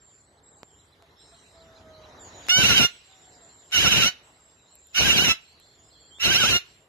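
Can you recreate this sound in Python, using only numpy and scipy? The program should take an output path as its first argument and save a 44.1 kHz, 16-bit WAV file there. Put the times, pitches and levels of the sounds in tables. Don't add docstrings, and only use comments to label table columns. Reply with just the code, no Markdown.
import sys
import numpy as np
from scipy import signal
from scipy.fft import rfft, irfft, next_fast_len
from scipy.io import wavfile
from scipy.ndimage import uniform_filter1d, map_coordinates

SR = 44100
rng = np.random.default_rng(int(sys.argv[2]) if len(sys.argv) > 2 else 0)


def unload_wav(signal):
    wavfile.write(
        sys.argv[1],
        SR,
        np.round(np.clip(np.atleast_2d(signal).T, -1, 1) * 32767).astype(np.int16),
    )


def makeup_ratio(level_db):
    decades = np.asarray(level_db, float) / 20
    return 10 ** decades


N = 303408

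# (time [s], vehicle [dB], breeze [dB])
AIR = [(0, -65, -71.5), (.53, -64.5, -74.5), (.85, -64.5, -69.5), (1.46, -59.5, -64), (1.87, -57.5, -63),
       (2.2, -53.5, -61), (2.45, -52.5, -54), (3.05, -66.5, -61), (3.3, -61, -65), (3.66, -63, -64.5),
       (4.3, -62.5, -68.5), (4.65, -64.5, -70), (4.9, -66.5, -68.5), (5.5, -66, -66.5),
       (5.75, -64.5, -68.5), (6.14, -64.5, -70.5), (6.7, -65, -62), (6.88, -65, -76)]
# (frequency [Hz], density [dB per Hz])
HUM = [(15, -77.5), (25, -52), (57, 2.5), (81, 2.5), (162, -6.5), (195, -17), (350, -9.5), (460, -6.5),
       (770, -120)]
DRONE = [(150, -7), (250, -7.5), (564, -7), (632, -5.5), (728, -6), (1990, -12.5), (2400, -22.5),
         (3120, -53.5), (5280, -120)]
LEAVES = [(1180, -23.5), (2000, -10.5), (2400, -10.5), (3970, -7), (4650, -12), (6670, -16), (7460, -19),
          (8200, -28), (10700, -78.5), (18000, -120)]
HISS = [(5410, -51), (9200, -3.5), (10200, -5), (11700, 0.5), (13000, -9)]
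# (frequency [Hz], left-right likeness [0-1])
ALIKE = [(60, 0.95), (130, 0.96), (280, 0.92), (610, 0.9), (1330, 0.016), (2870, 0.012), (6230, 0.65),
         (13500, 0.02)]
# (frequency [Hz], t60 [s])
YARD = [(300, 0.24), (2500, 0.21), (10000, 0.11)]
TREES = [(500, 0.1), (8000, 0.24)]
FIELD = [(300, .3), (3000, .9), (10000, 0.17)]
# (time [s], length [s], level [dB], from [Hz], to [Hz])
SONG = [(0, 0.23, -63, 7500, 7190), (.425, 0.22, -63, 7630, 7410), (.57, 0.28, -65.5, 7470, 7280),
        (1.18, 0.51, -69.5, 7420, 7320), (2.19, 0.11, -54.5, 7170, 6700), (2.33, 0.18, -58.5, 6970, 6770),
        (2.89, 0.12, -65, 8130, 7550), (3.03, 0.19, -64.5, 7550, 7230), (3.2, 0.21, -62.5, 7430, 7370),
        (3.4, .31, -61, 7370, 7270), (4.22, 0.27, -69, 7720, 7420), (4.39, 0.33, -67.5, 7450, 7240),
        (4.7, 0.33, -63.5, 7600, 6990), (5.4, 0.13, -68, 7540, 7470), (5.59, 0.23, -68.5, 7417, 7200),
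        (5.77, 0.13, -68, 7080, 6940), (5.82, 0.21, -69.5, 7550, 7400), (5.99, 0.29, -64.5, 7310, 7370),
        (6.65, 0.21, -70, 7620, 7320)]
PIPIT = [
    (.22, 0.18, -73.5, 7870, 7840),
    (.83, .09, -76, 8000, 8080),
    (1.19, 0.37, -72.5, 8240, 8080),
]
THRUSH = [
    (0, 0.45, -83, 4510, 4200),
    (.68, 0.17, -79.5, 3060, 3100),
    (1.17, .43, -69, 3910, 4080),
    (5.44, 0.32, -67.5, 4310, 4310),
    (5.9, 0.21, -66, 4260, 4300),
    (6.1, 0.12, -58, 3130, 3540),
]
FINCH = [
    (1.16, .16, -69, 5300, 5300),
    (5.6, .28, -75, 3450, 3450),
    (5.92, .17, -70, 3450, 3250),
    (5.82, .2, -77, 5000, 5000),
]
ROOSTER = [
    (1.01, 0.057, -72, 675, 660),
    (1.31, 0.056, -69, 673, 674),
    (1.54, 0.32, -66, 662, 644),
    (1.84, .28, -63, 640, 614),
    (2.19, .11, -72, 628, 610),
    (3.07, .34, -75, 776, 715),
    (3.41, 0.075, -71.5, 674, 676),
]
# (time [s], peak [dB], top pitch [Hz])
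CHIRPS = [(0.3684, -60, 3900), (0.515, -61, 3700), (0.7861, -57, 3830), (0.915, -56, 3870),
          (1.195, -57, 3730), (1.3339, -54, 4030), (1.6, -52, 3890), (1.75, -50, 3950), (2.028, -50, 3800),
          (2.165, -50, 3830), (2.425, -50, 3700)]
# (time [s], peak [dB], knock [dB], tick [dB])
CLICKS = [(0.632, -25, 6.5, -37), (1.024, -37, 5, -34), (2.468, -20, -15, -55), (2.486, -11.5, -25, -34),
          (3.712, -24, -22, -18), (4.755, -48, -18, 12.5), (4.87, -52, -21, 15), (4.937, -30, -17, -38),
          (4.943, -35, -20.5, -65), (5.6, -43.5, 1, 5), (6.186, -34, 4, -21)]
# (time [s], length [s], level [dB], attack [s], clean lead [s])
SCREAMS = [
    (2.488, 0.39, -18.5, 0.01, .075),
    (3.716, 0.39, -19.5, .035, -0.014),
    (4.942, 0.4, -19.5, 0.037, -0.0091),
    (6.194, 0.4, -20.5, 0.049, -.01),
]
# (time [s], pitch [Hz])
TREMOR = [
    [(2.49, 1332), (2.515, 1448), (2.62, 1540), (2.64, 1320), (2.68, 1530), (2.725, 1340), (2.76, 1570),
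     (2.817, 1383), (2.88, 1454)],
    [(3.745, 1503), (3.775, 1387), (3.822, 1688), (3.868, 1335), (3.905, 1670), (3.945, 1342),
     (3.995, 1570), (4.045, 1337), (4.07, 1485)],
    [(4.94, 1358), (4.975, 1511), (5.03, 1397), (5.062, 1665), (5.112, 1333), (5.152, 1665), (5.189, 1352),
     (5.235, 1570), (5.287, 1335)],
    [(6.2, 1340), (6.24, 1456), (6.264, 1362), (6.318, 1585), (6.362, 1338), (6.395, 1640), (6.443, 1330),
     (6.483, 1648), (6.525, 1410)],
]
SWELL_DB = [8, 8, 9, 8, 4]
# (frequency [Hz], level [dB])
LEFT = [(300, -36), (750, -13.5), (1500, -14.5), (1900, -11.5), (2300, -8.5), (2900, -7), (3500, -3),
        (4000, -12), (4600, -15), (5800, -13), (6400, -15.5), (7200, -21), (8700, -36.5), (13000, -25.5)]
RIGHT = [(300, -22.5), (750, -15), (1500, -14.5), (1900, -10), (2300, -2.5), (2900, 0), (3500, -1.5),
         (4000, -13), (4600, -27), (5300, -12), (6000, -8), (6500, -21.5), (7000, -28.5), (7900, -48),
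         (8800, -61.5), (9500, -30.5), (13000, -25.5)]
# (frequency [Hz], phase [radians])
LEAD = [(1000, 0), (1900, .4), (2400, 1.9), (3400, 3.14), (4100, 3.3), (4900, 6.3), (5600, 9.5),
        (6200, 9.5), (13000, 17)]
# (centre [Hz], width [Hz], gain [dB])
WINDPIPE = (2750, 220, 10)
# (centre [Hz], width [Hz], gain [dB])
BEAK = [(3950, 530, 8), (5100, 290, 8.5), (6026, 300, 2), (6740, 260, 6.5)]
# (frequency [Hz], level re voice [dB])
SWIRL = [(700, -16), (1500, 5.5), (2200, 1), (3000, 0), (3480, -13.5), (3900, -1), (5700, -4), (8000, 8.5)]
# (frequency [Hz], level [dB])
BREATH = [(25, -29.5), (60, 5.5), (200, 0.5), (500, -5.5), (1000, -10), (2000, -30)]

FAR_DB = -65
HUM_DB, HISS_DB = -66.5, -15
HUM_GROWS, HISS_GROWS = 0.61, 0.46
NOTE_EDGE_S = 0.018
RELEASE_S, RELEASE_DB = 0.025, 17.5
CALM, ROUGH, SPENT, CRACK = .07, .45, .22, .4
BREAK_S, SETTLE_S, CRACK_S = .06, .05, .018
BUFFET_DB, SHELTER_DB = -12, 29.5
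JET_S, JET_LAG_S = 0.058, 0.013
LOUD_DB_PER_HZ, PUFF_DB_PER_HZ = 0.0076, 0.0071
REST_HZ = 1454
CLEAR_DB = 8


def unit(x):
    return x / np.sqrt(np.mean(x ** 2) + 1e-20)


def along(points, hz):
    f, v = np.transpose(points)
    return np.interp(np.log(hz + 1), np.log(f + 1), v)


def curves(rows):
    s, *cols = np.transpose(rows)
    return [np.interp(np.arange(N) / SR, s, c) for c in cols]


def ramp(t, span):
    return np.clip(t / span, 0, 1)


def wobble(rate):
    knots = rng.standard_normal(int(N * rate / SR) + 4)
    return map_coordinates(knots, [np.arange(N) * rate / SR])


def filtered(x, response):
    m = next_fast_len(N + SR // 2)
    return irfft(rfft(x, m) * response(np.fft.rfftfreq(m, 1 / SR)), m)[..., :N]


def resonance(f, centre, width, db):
    return makeup_ratio(db) * 1j * f * width / (centre * centre - f * f + 1j * f * width)


def rush(spectrum, patchy_db):
    z = signal.stft(rng.standard_normal((2, N)), nperseg=512)[2]
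    patches = uniform_filter1d(rng.standard_normal(z.shape[1:]), 6, 0)
    patches = unit(uniform_filter1d(patches, 10, 1))
    pair = signal.istft(z * makeup_ratio(patchy_db * patches), nperseg=512)[1][:, :N]

    def spread(hz):
        turn = np.arccos(np.clip(along(ALIKE, hz), -1, 1)) / 2
        return makeup_ratio(along(spectrum, hz)) * [np.cos(turn), np.sin(turn)]

    mid, side = filtered(pair, spread)
    return np.array([mid + side, mid - side]) / np.std(mid)


def echoes(x, decay, gap):
    hz, t, z = signal.stft(rng.standard_normal((2, SR // 2)), SR, nperseg=128)
    fade = makeup_ratio(-60 * t / along(decay, hz)[:, None])
    tail = signal.istft(z * fade, SR, nperseg=128)[1]
    late = np.pad(np.atleast_2d(x), ((0, 0), (round(gap * SR), 0)))
    return signal.fftconvolve(late, tail / np.linalg.norm(tail[0]), axes=1)[:, :N]


def air():
    drone_db, leaves_db = curves(AIR)
    hum_db = HUM_DB + HUM_GROWS * (drone_db - FAR_DB) + 2.2 * wobble(3.2)
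    hiss_db = FAR_DB + HISS_DB + HISS_GROWS * (leaves_db - FAR_DB) + 2.2 * wobble(3)
    hum = makeup_ratio(hum_db) * rush(HUM, patchy_db=0.0)
    drone = makeup_ratio(drone_db + 1.2 * wobble(4)) * rush(DRONE, patchy_db=2.0)
    leaves = makeup_ratio(leaves_db) * rush(LEAVES, patchy_db=4.0)
    hiss = makeup_ratio(hiss_db) * rush(HISS, patchy_db=2.5)
    return hum + drone + makeup_ratio([[-1.5], [1.1]]) * (leaves + hiss)


def whistle(notes, waver, overtone_db, fade_db=4):
    out = np.zeros(N + SR)
    stray = 1 + waver * np.pad(wobble(150), (0, SR))
    for s, length, db, from_hz, to_hz in notes:
        at = round(s * SR)
        t = np.arange(round(length * SR)) / SR
        pitch_hz = (from_hz + (to_hz - from_hz) * t / length) * stray[at:][:len(t)]
        turn = 2 * np.pi * np.cumsum(pitch_hz) / SR
        edges = ramp(t, NOTE_EDGE_S) * ramp(length - t, NOTE_EDGE_S)
        size = edges * makeup_ratio(db + 11.0 - fade_db * t / length)
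        out[at:][:len(t)] += size * (np.sin(turn) + makeup_ratio(overtone_db) * np.sin(2 * turn))
    return out[:N]


def sparrows():
    u, out = np.linspace(0, 1, 1700), np.zeros(N)
    for s, db, hz in CHIRPS:
        arch_hz = hz * (.78 + .28 * np.sin(np.pi * u ** .85))
        tone = np.sin(2 * np.pi * np.cumsum(arch_hz) / SR)
        out[round(s * SR):][:len(u)] += makeup_ratio(db - 5.5) * np.sin(np.pi * u) ** .6 * tone
    return out


def far_birds():
    song = whistle(SONG, waver=.022, overtone_db=-60)
    song += whistle(PIPIT, waver=.015, overtone_db=-60)
    song += whistle(THRUSH, waver=.035, overtone_db=-40)
    song += whistle(FINCH, waver=.03, overtone_db=-40)
    crow = whistle(ROOSTER, waver=.003, overtone_db=-12, fade_db=1)
    chirps = sparrows()
    direct = makeup_ratio([[-6], [-3]]) * song + 1.19 * crow + chirps * makeup_ratio([[-1.5], [3]])
    return direct + echoes(.7 * song + .5 * crow + .25 * chirps, TREES, gap=.003)


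def clicks():
    out, t = np.zeros((2, N + SR)), np.arange(900) / SR
    for s, db, knock_db, tick_db in CLICKS:
        grit = uniform_filter1d(rng.standard_normal((2, len(t))), size=4)
        crack = 0.73 * makeup_ratio(-60 * t / 0.0025) * grit
        knock = makeup_ratio(knock_db + 0.5 - 60 * t / 0.0014) * np.sin(2 * np.pi * 900 * t)
        shimmer = uniform_filter1d(rng.normal(0, 2.5, (2, len(t))), size=8)
        tick = makeup_ratio(tick_db - 1.5 - 60 * t / 0.0032) * np.sin(2 * np.pi * 11500 * t) * shimmer
        out[:, round(s * SR):][:, :len(t)] += makeup_ratio(db) * (crack + knock + tick)
    return out[:, :N]


def lungs():
    t = np.arange(N) / SR
    starts = [row[0] - .1 for row in SCREAMS]
    current = np.maximum(np.searchsorted(starts, t) - 1, 0)
    s, length, db, attack, clean = np.array(SCREAMS)[current].T
    since, left = t - s, s + length - t
    gate = ramp(since, attack) * ramp(left + 0.0027, 0.012)
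    level_db = db - RELEASE_DB * (1 - ramp(left, RELEASE_S))
    jet = ramp(since - JET_LAG_S - clean / 3, JET_S) * ramp(left + JET_S, 2 * JET_S)
    full = SPENT + (ROUGH - SPENT) * ramp(left - RELEASE_S, SETTLE_S)
    burst = CRACK * np.exp(-(np.abs(since) / CRACK_S) ** 2)
    chaos = CALM + (full - CALM) * ramp(since - clean, BREAK_S) + burst
    return gate, level_db, BUFFET_DB - SHELTER_DB * (1 - jet), chaos


def syrinx(pitch_hz, chaos):
    half = .48 - .4 * chaos
    stray = chaos * (.028 * wobble(120) + .035 * wobble(600))
    turn = np.pi * np.cumsum(pitch_hz * (1 + stray)) / SR
    swell = [makeup_ratio((chaos + .1) * db * wobble(55)) for db in SWELL_DB]
    pulses = np.zeros(N)
    for k in range(1, 19):
        share = half * min(k + 1, 7) / 6 if k % 2 else 1
        pulses += share * swell[k % 5] * np.cos(k * turn + .12 * k * k)
    flap = np.cos(2 * np.pi * np.cumsum(290 * (1 + 0.17 * wobble(30))) / SR)
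    pulses *= 1 + 1.1 * chaos * flap * np.clip(0.87 + .5 * wobble(25), 0, 1)
    return pulses, turn


def breath_puffs():
    lumps = makeup_ratio([2.4 * wobble(45) + 2.9 * wobble(200) for _ in range(2)])
    rumble = filtered(rng.standard_normal((2, N)), lambda hz: makeup_ratio(along(BREATH, hz)))
    return unit(lumps * rumble)


def cockatoo():
    gate, level_db, buffet_db, chaos = lungs()
    pitch_hz = uniform_filter1d(curves(sum(TREMOR, []))[0], size=350)
    slack_hz = REST_HZ - pitch_hz
    level_db = level_db + LOUD_DB_PER_HZ * slack_hz + CLEAR_DB * (ROUGH - chaos)
    effort = gate * makeup_ratio(level_db + 12.5)
    pulses, turn = syrinx(pitch_hz, chaos)
    rasp = (1.1 + np.cos(2 * turn)) * rng.standard_normal((3, N)) * chaos * makeup_ratio(1.3 * wobble(40))
    throat = filtered(rasp[0], lambda hz: 1 + resonance(hz, *WINDPIPE))
    voice = effort * (0.37 * pulses + 0.43 * throat)

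    def ports(hz):
        return makeup_ratio([along(LEFT, hz), along(RIGHT, hz)])

    def lead(hz):
        return np.exp(.5j * np.outer([1, -1], along(LEAD, hz)))

    def beak(hz):
        return 1 + sum(resonance(hz, *cavity) for cavity in BEAK)

    direct = filtered(voice, lambda hz: ports(hz) * lead(hz))
    eddies = filtered(effort * rasp[1:], lambda hz: ports(hz) * makeup_ratio(along(SWIRL, hz)) * beak(hz))
    port_db = np.array([[5.5], [-1.5]])
    buffet = gate * makeup_ratio(level_db + buffet_db + PUFF_DB_PER_HZ * slack_hz + port_db) * breath_puffs()
    away = direct[0] + 1.8 * eddies
    near = makeup_ratio(-19) * echoes(away, YARD, gap=.015)
    far = makeup_ratio(-42.5) * echoes(away, FIELD, gap=0.09)
    return direct + eddies + buffet + near + far


def scene():
    return air() + far_birds() + clicks() + cockatoo()


def masked(x, margin_db, moody_db):
    hz, _, z = signal.stft([x[0] + x[1], x[0] - x[1]], SR, nperseg=2048)
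    power = np.abs(z) ** 2
    band = uniform_filter1d(power, size=8, axis=1)[:, 4::8]
    around = uniform_filter1d(power.max(0), size=56, axis=0)[4::8]
    mood = unit(uniform_filter1d(rng.standard_normal(band.shape), size=3, axis=2))
    kept = band > makeup_ratio(2 * (margin_db + moody_db * mood)) * around
    kept[1, 43:] = kept[0, 43:]
    z[:, :-1] *= np.repeat(kept, 8, axis=1) | (hz[:-1, None] < 1800)
    mid, side = signal.istft(z, SR, nperseg=2048)[1][:, :N] / 2
    return np.array([mid + side, mid - side])


def band_limit(x):
    return signal.sosfilt(signal.butter(12, 14110, fs=SR, output="sos"), x)


def record(dry):
    soft = dry / (1 + np.abs(dry / .62) ** 4) ** .25

    def pass_band(hz):
        treble_cut = makeup_ratio(-np.clip(hz - 12950, 0, 600) / 5)
        return treble_cut * hz ** 2 / (hz ** 2 + 30 ** 2)

    limited = filtered(soft, pass_band)
    mix = masked(limited, margin_db=-9.5, moody_db=4.5)
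    return band_limit(mix)


dry = scene()
out = record(dry)
unload_wav(out)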